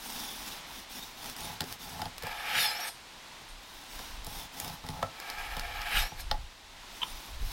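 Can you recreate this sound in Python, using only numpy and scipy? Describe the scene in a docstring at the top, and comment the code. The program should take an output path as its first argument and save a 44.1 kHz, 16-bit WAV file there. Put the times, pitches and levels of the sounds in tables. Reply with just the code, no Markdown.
"""A dry rasp comes and goes as a large kitchen knife saws a firm cured ham, close to one microphone.
The table rumbles and a soft hiss fills the kitchen. Random slips of the blade make the rasp and low board
sounds; short bursts of noise make the snapping rind, the knocks onto wood and a late creak.
Twice the edge is dragged out across the board: the wood scrapes, and the blade sings, squeals and rings."""
import sys
import numpy as np
from scipy import signal
from scipy.fft import rfft, irfft, next_fast_len
from scipy.io import wavfile
from scipy.ndimage import uniform_filter1d, map_coordinates

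SR = 44100
rng = np.random.default_rng(int(sys.argv[2]) if len(sys.argv) > 2 else 0)


def int16_out(signal):
    """Quantize to a 16-bit WAV file."""
    q = np.round(np.clip(np.atleast_2d(signal).T, -1, 1) * 32767)
    wavfile.write(sys.argv[1], SR, q.astype(np.int16))


N = 331632  # length in samples, about 7.5 s


def amp(db):
    """Turn decibels into a gain."""
    return 10 ** (np.asarray(db) / 20)


def unit(x):
    """Scale to an rms (average strength) of 1."""
    return x / np.sqrt(np.mean(x ** 2) + 1e-20)


def along(points, hz):
    """Read a curve of (pitch_hz, value) points on a log pitch axis."""
    point_hz, values = np.transpose(points)
    return np.interp(np.log(hz + 1), np.log(point_hz), values)


def arch(start, rise, fall):
    """The speed of one hand movement: from rest up to 1 and back to rest."""
    ramp = np.interp(np.arange(N) / SR - start, [0, rise, rise + fall], [0, 1, 0])
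    return np.sin(np.pi / 2 * ramp)


def cusp(peak, rise, fall):
    """An exponential swell to 1 at the peak time, then an exponential fade."""
    t = np.arange(N) / SR - peak
    exponent = np.minimum(t / rise, -t / fall)
    return np.exp(np.maximum(exponent, -30))


def wobble(rate):
    """A smooth random curve with this many knots a second."""
    knots = rng.standard_normal(int(N * rate / SR) + 4)
    return map_coordinates(knots, [np.arange(N) * rate / SR])


def filtered(x, response):
    """Pass x through a response given as a function of frequency."""
    n = x.shape[-1]
    padded = next_fast_len(n + SR // 4)
    hz = np.fft.rfftfreq(padded, 1 / SR)
    return irfft(rfft(x, padded) * response(hz), padded)[..., :n]


def coloured(x, spectrum):
    """Shape the tone of x with a smooth spectrum."""
    return filtered(x, lambda hz: amp(along(spectrum, hz)))


def resonate(x, modes):
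    """Let x ring a body's resonances, added with alternating signs."""
    def response(f):
        total = 0
        for k, (centre, width, db) in enumerate(modes):
            peak = 1j * f * width / (centre * centre - f * f + 1j * f * width)
            total = total + (-1) ** k * amp(db) * peak
        return total

    return filtered(x, response)


def unit_in(x, band):
    """Scale x so that one band of it, in Hz, has rms 1."""
    return x / np.std(filtered(x, lambda hz: (hz > band[0]) & (hz < band[1])))


def friction(rate, spread_db, smooth):
    """Tiny slips of uneven size at random moments (rate a second), over a smooth rubbing noise."""
    happens = rng.random(N) < rate / SR
    direction = rng.choice([-1, 1], N)
    size = amp(spread_db * np.clip(rng.standard_normal(N), -2, 2))
    slips = happens * direction * size
    return unit(unit(slips) + smooth * rng.standard_normal(N))


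def burst(t60):
    """A contact: a noise that builds within about a millisecond and decays by 60 dB every t60 seconds."""
    t = np.arange(SR // 4) / SR
    rise = 1 - np.exp(-t / .0004)
    return rng.standard_normal(len(t)) * rise * amp(-60 * t / t60)


def add(track, s, db, sound):
    """Put a sound at time s, scaled so that its whole energy, packed into 10 ms, has this level."""
    part = track[round(s * SR):][:len(sound)]
    scale = np.sqrt(.01 * SR / np.sum(sound ** 2))
    part += (amp(db) * scale * sound)[:len(part)]


BEND_DEPTH = .05  # share of pitch by which the travelling contact point bends the blade's modes
ROCK_DEPTH, ROCK_S = .042, .225  # the blade rocks on its tip as a drag ends: share of pitch, period in s


def blade_bend():
    """Pitch ratio of the blade: it climbs on a push, sinks on a pull, and swings as the blade rocks."""
    t, bend = np.arange(N) / SR, np.ones(N)
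    for s, rise, fall, direction, _, _ in STROKES:
        on = (t >= s) & (t < s + rise + fall)
        progress = (t[on] - s) / (rise + fall)
        bend[on] = 1 - np.sign(direction) * BEND_DEPTH * np.cos(np.pi * progress)
    for s, _, length, steady, ratio, _, _ in DRAGS:
        on = (t >= s) & (t < s + length + ROCK_S)
        rocking_s = np.maximum(t[on] - s - steady, 0)
        bend[on] = ratio + ROCK_DEPTH * np.cos(2 * np.pi * rocking_s / ROCK_S)
    return bend


# the blade's modes while it is held against ham or wood: (pitch_hz before bending, relative level_db)
BLADE_HELD = [(3700, 10), (4200, 4), (4650, 2), (5150, -0.5), (5950, 1.5), (6900, 1.5), (7800, -13),
              (8150, 2.5), (8900, -8), (9500, 4.5), (10200, -5), (11100, 3), (11700, -1.5), (12300, 1),
              (12800, -4), (13400, -8), (14000, -18), (14700, -9.5), (15300, -9)]


def blade_song():
    """Friction keeps the blade's modes ringing; they glide, and swell and fade at random."""
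    t, knots = np.arange(N) / SR, np.linspace(0, N / SR, 6000)
    bend, out = blade_bend(), np.zeros(N)

    def drift(size):
        """A random curve, smoothed twice over this many knots."""
        once = uniform_filter1d(rng.standard_normal(len(knots)), size)
        return unit(uniform_filter1d(once, size))

    for hz, db in BLADE_HELD:
        pitch = hz * bend * np.interp(t, knots, 1 + .022 * drift(size=56))
        phase = (2 * np.pi * (np.cumsum(pitch) / SR % 1)).astype('float32')
        level = amp(db + 3.5 * drift(size=36))
        # the rubbed mode is a narrow noise: it forgets its phase in a few milliseconds
        for carrier in np.sin(phase), np.cos(phase):
            flutter = drift(size=3) + .6 * drift(size=1)
            out += np.interp(t, knots, level * flutter) * carrier
    return out


# sawing strokes through the ham:
# (start_s, speeding_up_s, slowing_down_s, direction push +1 or pull -1, rasp_db, pressing_db)
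STROKES = [(-.05, .24, 0.17, -1, -47.5, -57.5), (0.269, 0.16, .2, 1, -50, -65),
           (0.651, .11, 0.1, -1, -54, -63), (.885, 0.041, 0.24, 1, -51.5, -61.5),
           (1.14, .15, 0.065, -1, -52, -53), (1.35, 0.07, .17, 1, -50.5, -47.5),
           (1.62, 0.096, 0.058, -1, -53.5, -51.5), (1.78, 0.053, 0.3, 1, -53.5, -48),
           (3.55, 0.25, 0.15, -1, -61.5, -70), (3.88, 0.088, 0.24, 1, -55, -70),
           (4.235, .15, .1, -1, -51, -52.5), (4.515, 0.1, .19, 1, -51, -48), (4.8, .12, .2, 1, -61, -47),
           (6.849, 0.3, .26, 1, -56.5, -65), (7.38, 0.13, 0.14, -1, -53.5, -66)]
# tone of the rasp: (pitch_hz, relative level_db per Hz)
RASP = [(120, -11), (205, 5), (255, 8.5), (340, -0.5), (600, -6), (820, 6.5), (1200, -1.5), (2000, -2.5),
        (3000, -0.5), (3550, 3), (4200, -6), (5400, 2.5), (7300, -8.5), (9000, -8.5), (15800, -4.5)]
RASP_GROWS = 0.95  # rasp amplitude goes as this power of the blade's speed


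def sawing(steel):
    """Each stroke tears fine grains from the rind and faintly rings the blade, louder the faster it moves."""
    treble = (7000, 16000)  # Hz
    grains = friction(rate=5000, spread_db=4.5, smooth=.9)
    rasp = unit_in(coloured(grains, RASP), treble)
    song = .7 * unit_in(steel, treble)
    level = sum(amp(db) * arch(s, rise, fall) ** RASP_GROWS for s, rise, fall, _, db, _ in STROKES)
    flicker = amp(1.24 * wobble(70))
    return level * flicker * (rasp + song)


# the board's low and high resonances: (pitch_hz, width_hz, relative level_db)
BOARD_LOW = [(59.5, 30, -6), (100.3, 15.2, 0), (150.3, 41, -2.5), (176, 31.5, -1.5), (255, 9.8, -5.5),
             (462, 28, -13)]
BOARD_HIGH = [(531, 24, -11), (682, 45, -5), (754, 63, -5.5), (848, 40, 1), (1040, 260, -13),
              (1327, 34, -9), (1810, 430, -23.5)]
PRESS_PEAK = .62  # share of a stroke at which the force is greatest
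DIG_SHAKE_DB = -18.5  # shaking of the board in a dig, relative to the dig's wood level


def pressing():
    """The ham sticks and gives under the blade and shakes the board, most strongly late in a stroke."""
    force = friction(rate=420, spread_db=4, smooth=0.5)
    low = unit(resonate(force, BOARD_LOW))
    high = unit(resonate(force, BOARD_HIGH))
    level = np.zeros(N)
    for s, rise, fall, _, _, db in STROKES:
        length = rise + fall
        level += amp(db) * arch(s, PRESS_PEAK * length, (1 - PRESS_PEAK) * length)
    for s, rise, fall, db, _, _ in DIGS:
        level += amp(DIG_SHAKE_DB) * amp(db) * cusp(s, rise, fall)
    return level * (amp(-2.0) * low + amp(-0.5) * high)


# shoves that set the table swaying: (start_s, length_s, level_db)
SHOVES = [(1.981, 0.56, -55), (3.457, 0.16, -52.5), (3.902, 0.63, -46.5), (4.598, .55, -57),
          (5.279, 0.68, -41.5), (5.931, 0.15, -32.5), (6.133, 0.36, -35), (6.448, .6, -57.5),
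          (7.1, 0.11, -47), (7.273, 0.34, -35)]
# tones of the table's rumble and the kitchen's hiss: (pitch_hz, relative level_db per Hz)
RUMBLE = [(8.8, -37), (15, -5), (27, 3.5), (43, -3), (86, -17), (119, -20.5), (150, -32.5), (200, -50),
          (330, -120)]
KITCHEN = [(26, -29), (45, -5), (81, -10.5), (162, -9.5), (222, -8.5), (382, -9.5), (411, -12.5),
           (925, -4.5), (1020, -4.5), (1150, -7.5), (1270, -8), (2240, -8.5), (3850, -8), (16000, -29.5)]
SWAY_REST_DB, SWAY_STROKE_DB = -67, -61  # the table at rest; what any stroke adds


def background():
    """The table's slow rumble, stirred by every stroke and shove, and the kitchen's gently wavering hiss."""
    strokes = sum(arch(s, rise, fall) for s, rise, fall, *_ in STROKES)
    shoves = sum(amp(db) * arch(s, length / 2, length / 2) for s, length, db in SHOVES)
    sway = amp(SWAY_REST_DB) + amp(SWAY_STROKE_DB) * strokes + shoves
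    rumble = unit(coloured(rng.standard_normal(N), RUMBLE)) * sway
    hiss_level = amp(-49.5 + 1.13 * wobble(3.93))
    hiss = unit(coloured(rng.standard_normal(N), KITCHEN)) * hiss_level
    return rumble + hiss


# dry rind and fibres snapping: (start_s, mid crack level_db, treble snap level_db), levels before trim
RIND_SNAPS = [(1.243, -42, -46), (1.258, -41, -47), (1.298, -41.5, -44), (1.3647, -42, -48),
              (1.406, -48, -43), (1.640, -43, -48), (1.725, -39, -42.5), (2.181, -40, -44.5),
              (2.224, -41, -49), (4.246, -52, -47), (4.6003, -39.5, -35.5), (4.6455, -40, -41.5),
              (4.679, -42, -46), (4.865, -43, -52), (4.903, -46, -52), (5.2003, -39, -47),
              (5.3, -35.5, -43), (5.5954, -32.5, -42), (5.817, -37, -49)]
# tones of the crack and the snap: (pitch_hz, relative level_db per Hz)
CRACK = [(500, -5.5), (1800, -2.5), (3500, -12), (5200, 3.5), (7000, -23), (15000, -25)]
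SNAP = [(500, -17), (3000, 1.5), (6000, 1.5), (9000, 3), (13000, 2), (16000, 0.5)]


def snaps():
    """Bits of dry rind break with a dry tick: two very short noises, one mid and one treble."""
    out = np.zeros(N)
    life = .011  # s to fade by 60 dB
    for s, crack_db, snap_db in RIND_SNAPS:
        add(out, s, crack_db - 5.0, coloured(burst(t60=life), CRACK))
        add(out, s, snap_db + .5, coloured(burst(t60=life), SNAP))
    return out


# how long the kitchen answers: (pitch_hz, time to fade by 60 dB in s)
ROOM = [(150, 0.25), (900, 0.24), (4000, 0.073), (14000, 0.2)]


def room(x):
    """The kitchen's short answer, 5 ms late: a fading noise whose upper middle dies away soonest."""
    hz, t, noise = signal.stft(rng.standard_normal(SR // 2), SR, nperseg=256)
    fade = amp(-60 * t / along(ROOM, hz)[:, None])
    tail = signal.istft(noise * fade, SR, nperseg=256)[1]
    late = np.pad(x, (SR // 200, 0))
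    return signal.fftconvolve(late, tail / np.linalg.norm(tail))[:N]


# the knife striking ham and board:
# (start_s, thud_db, dull slap_db, wood_db, steel clack_db, treble snap_db)
KNOCKS = [(1.606, -38, -47, -40, -31.5, -36), (1.6177, -51, -42, -45, -42, -50),
          (1.63, -51, -42, -55, -55, -60), (1.994, -44, -58, -38, -56, -66),
          (2.0173, -48, -41, -34.5, -38, -45.5), (2.0554, -42, -46.5, -41, -43, -53),
          (2.2338, -40.5, -44, -48, -46, -46), (2.268, -56, -47.5, -38, -52, -46),
          (3.415, -53.5, -54, -60, -64, -64), (3.991, -53, -52, -45.5, -50, -49),
          (4.267, -41.5, -55, -45, -55, -43), (4.698, -44, -64, -54, -48, -50),
          (4.84, -42, -56, -47, -62, -66), (4.888, -35.5, -54, -44, -42.5, -46),
          (5.0273, -36.5, -49, -26.5, -44.5, -48), (5.5668, -42, -51, -41, -43, -45),
          (6.118, -46.5, -56, -43.5, -65, -65), (6.3127, -47.5, -46, -30, -28, -43.5),
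          (6.34, -55, -56, -42.5, -58, -66), (7.419, -49, -53, -60, -62, -60)]
# resonances of the damped ham and of the clacking steel: (pitch_hz, width_hz, relative level_db)
FLESH = [(233, 95, -3), (372, 120, -2.5), (460, 107, 0)]
CLACK = [(1710, 390, 2.5), (3050, 230, 3), (3580, 760, 5), (5140, 880, 1), (5440, 100, -23)]


def knocks():
    """The edge breaks through: the ham slaps, the board thuds and rings, the steel clacks."""
    out, t = np.zeros(N), np.arange(SR // 4) / SR
    blow = np.exp(-t / .00006)
    for s, thud_db, slap_db, wood_db, clack_db, snap_db in KNOCKS:
        add(out, s, thud_db, resonate(blow, BOARD_LOW))
        add(out, s, slap_db, resonate(burst(t60=0.045), FLESH))
        add(out, s, wood_db, resonate(blow + 0.39 * burst(t60=0.025), BOARD_HIGH))
        add(out, s, clack_db, resonate(burst(t60=0.012), CLACK))
        add(out, s, snap_db, coloured(burst(t60=0.017), SNAP))
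    return out


# the edge dragged out across the wood: (start_s, attack_s, length_s, time until the blade rocks_s,
# middle of the blade's pitch swing as a ratio, wood_db, steel_db), levels before trim
DRAGS = [(2.21, 0.026, .67, .38, 0.97, -42, -54.5), (5.083, 0.21, 0.98, 0.82, 1, -42.5, -55.5)]
# the edge digs in during a drag: (peak_s, rise_s, fall_s, wood_db, steel_db, squeal_db),
# wood and steel levels before trim
DIGS = [(2.574, 0.052, 0.061, -28.5, -29.5, -31.5), (2.795, 0.013, 0.025, -54, -48, -41),
        (2.878, 0.032, .01, -52, -41, -45), (5.972, 0.063, 0.041, -30, -33.5, -38),
        (6.2, 0.023, .014, -46, -43, -50)]
DRAG_RELEASE_S = 0.027  # the edge lifts off the wood
STEEL_LAG, STEEL_SPAN = 0.55, 0.78  # steel bites later (in fall times) and more briefly (share of times)


def drag_levels():
    """Gains of the scrape on wood and the bite on steel: steady drags, with swells where the edge digs in."""
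    t, scrape, bite = np.arange(N) / SR, np.zeros(N), np.zeros(N)
    for s, attack, length, _, _, wood_db, steel_db in DRAGS:
        held = np.interp(t - s, [0, attack, length, length + DRAG_RELEASE_S], [0, 1, 1, 0])
        scrape += amp(wood_db) * held
        bite += amp(steel_db) * held
    for s, rise, fall, wood_db, steel_db, _ in DIGS:
        scrape += amp(wood_db) * cusp(s, rise, fall)
        bite += amp(steel_db) * cusp(s + STEEL_LAG * fall, STEEL_SPAN * rise, STEEL_SPAN * fall)
    return scrape, bite


# resonances of the scraped wood: (pitch_hz, width_hz, relative level_db)
DRAGGED = [(519, 55, -7), (701, 46, 1), (848, 50, 5.5), (1143, 66, -4.5), (1306, 65, 0), (1613, 41, 3.5),
           (1732, 160, -0.5), (2204, 190, -1), (2348, 165, 1.5), (3060, 44, -22), (3280, 170, -10),
           (5240, 160, -12)]
# tones of the tearing wood grain and of the edge's grit: (pitch_hz, relative level_db per Hz)
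TEARING = [(900, -20), (1500, -2), (2300, -2.5), (3000, 1), (3800, -15.5), (5000, -15), (7000, -36),
           (15000, -42)]
GRIT = [(300, -35), (1500, -14), (2700, 8.5), (4500, 16), (6500, 8), (9000, 2), (12500, 13.5), (15800, 3.5)]


def dragging(steel):
    """The edge scrapes the wood, tearing its grain when louder; a harder bite makes the steel sing more."""
    middle, treble = (1100, 3000), (7000, 16000)  # Hz
    slips = friction(rate=3500, spread_db=3, smooth=.6)
    wood = unit_in(resonate(slips, DRAGGED), middle)
    tear = unit_in(coloured(friction(rate=2500, spread_db=4.5, smooth=0.59), TEARING), middle)
    grit = unit_in(coloured(friction(rate=4700, spread_db=2.5, smooth=0.98), GRIT), treble)
    song = unit_in(steel, treble)
    scrape, bite = drag_levels()
    torn = scrape ** 2 / (scrape ** 2 + amp(-36) ** 2)  # share of the scrape that tears the grain
    sung = .3 + .55 * bite / (bite + amp(-46))  # share of the grit that turns into song
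    on_wood = scrape * amp(-1.5) * (np.sqrt(1 - torn) * wood + np.sqrt(torn) * tear)
    on_steel = bite * amp(-2.0) * (np.sqrt(1 - sung) * grit + np.sqrt(sung) * song)
    return (on_wood + on_steel) * amp(0.99 * wobble(60))


SQUEAL_HZ = 5500  # the tip squealing on the wood, before bending
SQUEAL_LAG, SQUEAL_SPAN = 1.44, 0.99  # delay and width of the squeal, in fall times of its dig


def squeals():
    """As each dig eases, the tip sticks and slips on the blade's wavering pitch; other modes follow it."""
    pitch = SQUEAL_HZ * blade_bend()

    def tone(ratio):
        """One rough, broken line at a multiple of the pitch."""
        hz = ratio * pitch + 130 * wobble(600) + 60 * wobble(30)
        flicker = amp(3 * wobble(200) + 3 * wobble(35))
        return np.sin(2 * np.pi * np.cumsum(hz) / SR) * flicker

    level = np.zeros(N)
    for s, _, fall, _, _, db in DIGS:
        width = SQUEAL_SPAN * fall
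        level += amp(db) * cusp(s + SQUEAL_LAG * fall, width, width)
    return level * unit(tone(1.0) + amp(-3.0) * tone(.79) + amp(-9.5) * tone(2.14))


# the blade left to ring after a touch or on leaving the wood: (start_s, level_db added to its modes)
RELEASES = [(2.886, 10), (3.485, 0), (6.208, 1)]
# the freely ringing blade's modes: (pitch_hz, level_db before the release's own level)
BLADE_FREE = [(3408, -61), (4129, -72), (5276, -61), (5652, -68), (7144, -68), (8210, -63), (8845, -60),
              (9453, -58), (11563, -64), (12242, -65)]


def releases():
    """Freed from contact, the blade rings on for a moment as a set of fading pure tones."""
    out, t = np.zeros(N), np.arange(SR // 2) / SR
    for s, db in RELEASES:
        ring = sum(amp(level) * np.sin(2 * np.pi * hz * t) for hz, level in BLADE_FREE)
        out[round(s * SR):][:len(t)] += amp(db - 60 * t / 0.28) * ring
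    return out


# short creaks as the edge catches: (time_s, level_db before trim, swell_s)
CREAKS = [(7.0223, -30.5, 0.0024), (7.025, -37, 0.00108), (7.0315, -30.5, 0.0018), (7.0348, -24.5, .0016),
          (7.039, -34, 0.0028)]
# resonances of the creak: (pitch_hz, width_hz, relative level_db)
CREAK = [(994, 82, -1), (1280, 93, -9.5), (1760, 240, -13), (2600, 300, -6), (3080, 177, 5),
         (3360, 300, -1), (3720, 240, -8.5)]


def creaks():
    """A few quick slips, each a brief swell of noise, ring a set of narrow and wide resonances."""
    out, t = np.zeros(N), np.arange(SR // 4) / SR
    for s, db, swell in CREAKS:
        slip = rng.standard_normal(len(t)) * np.exp(-(t / swell - 2) ** 2)
        # each noise starts 3.5 swells before the listed time
        add(out, s - 3.5 * swell, db - 4.0, resonate(slip, CREAK))
    return out


def scene():
    """One microphone feeds both channels; only the snaps, knocks and creaks get a room answer."""
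    steel = blade_song()
    cutting = sawing(steel) + pressing() + dragging(steel) + squeals() + releases()
    hits = snaps() + knocks() + creaks()
    mono = cutting + hits + amp(-10.5) * room(hits) + background()
    return np.array([mono, mono])


TOP_HZ = 15950


def record(dry):
    """The recorder keeps nothing above its band limit."""
    return filtered(dry, lambda hz: hz < TOP_HZ)


dry = scene()
out = record(dry)
int16_out(out)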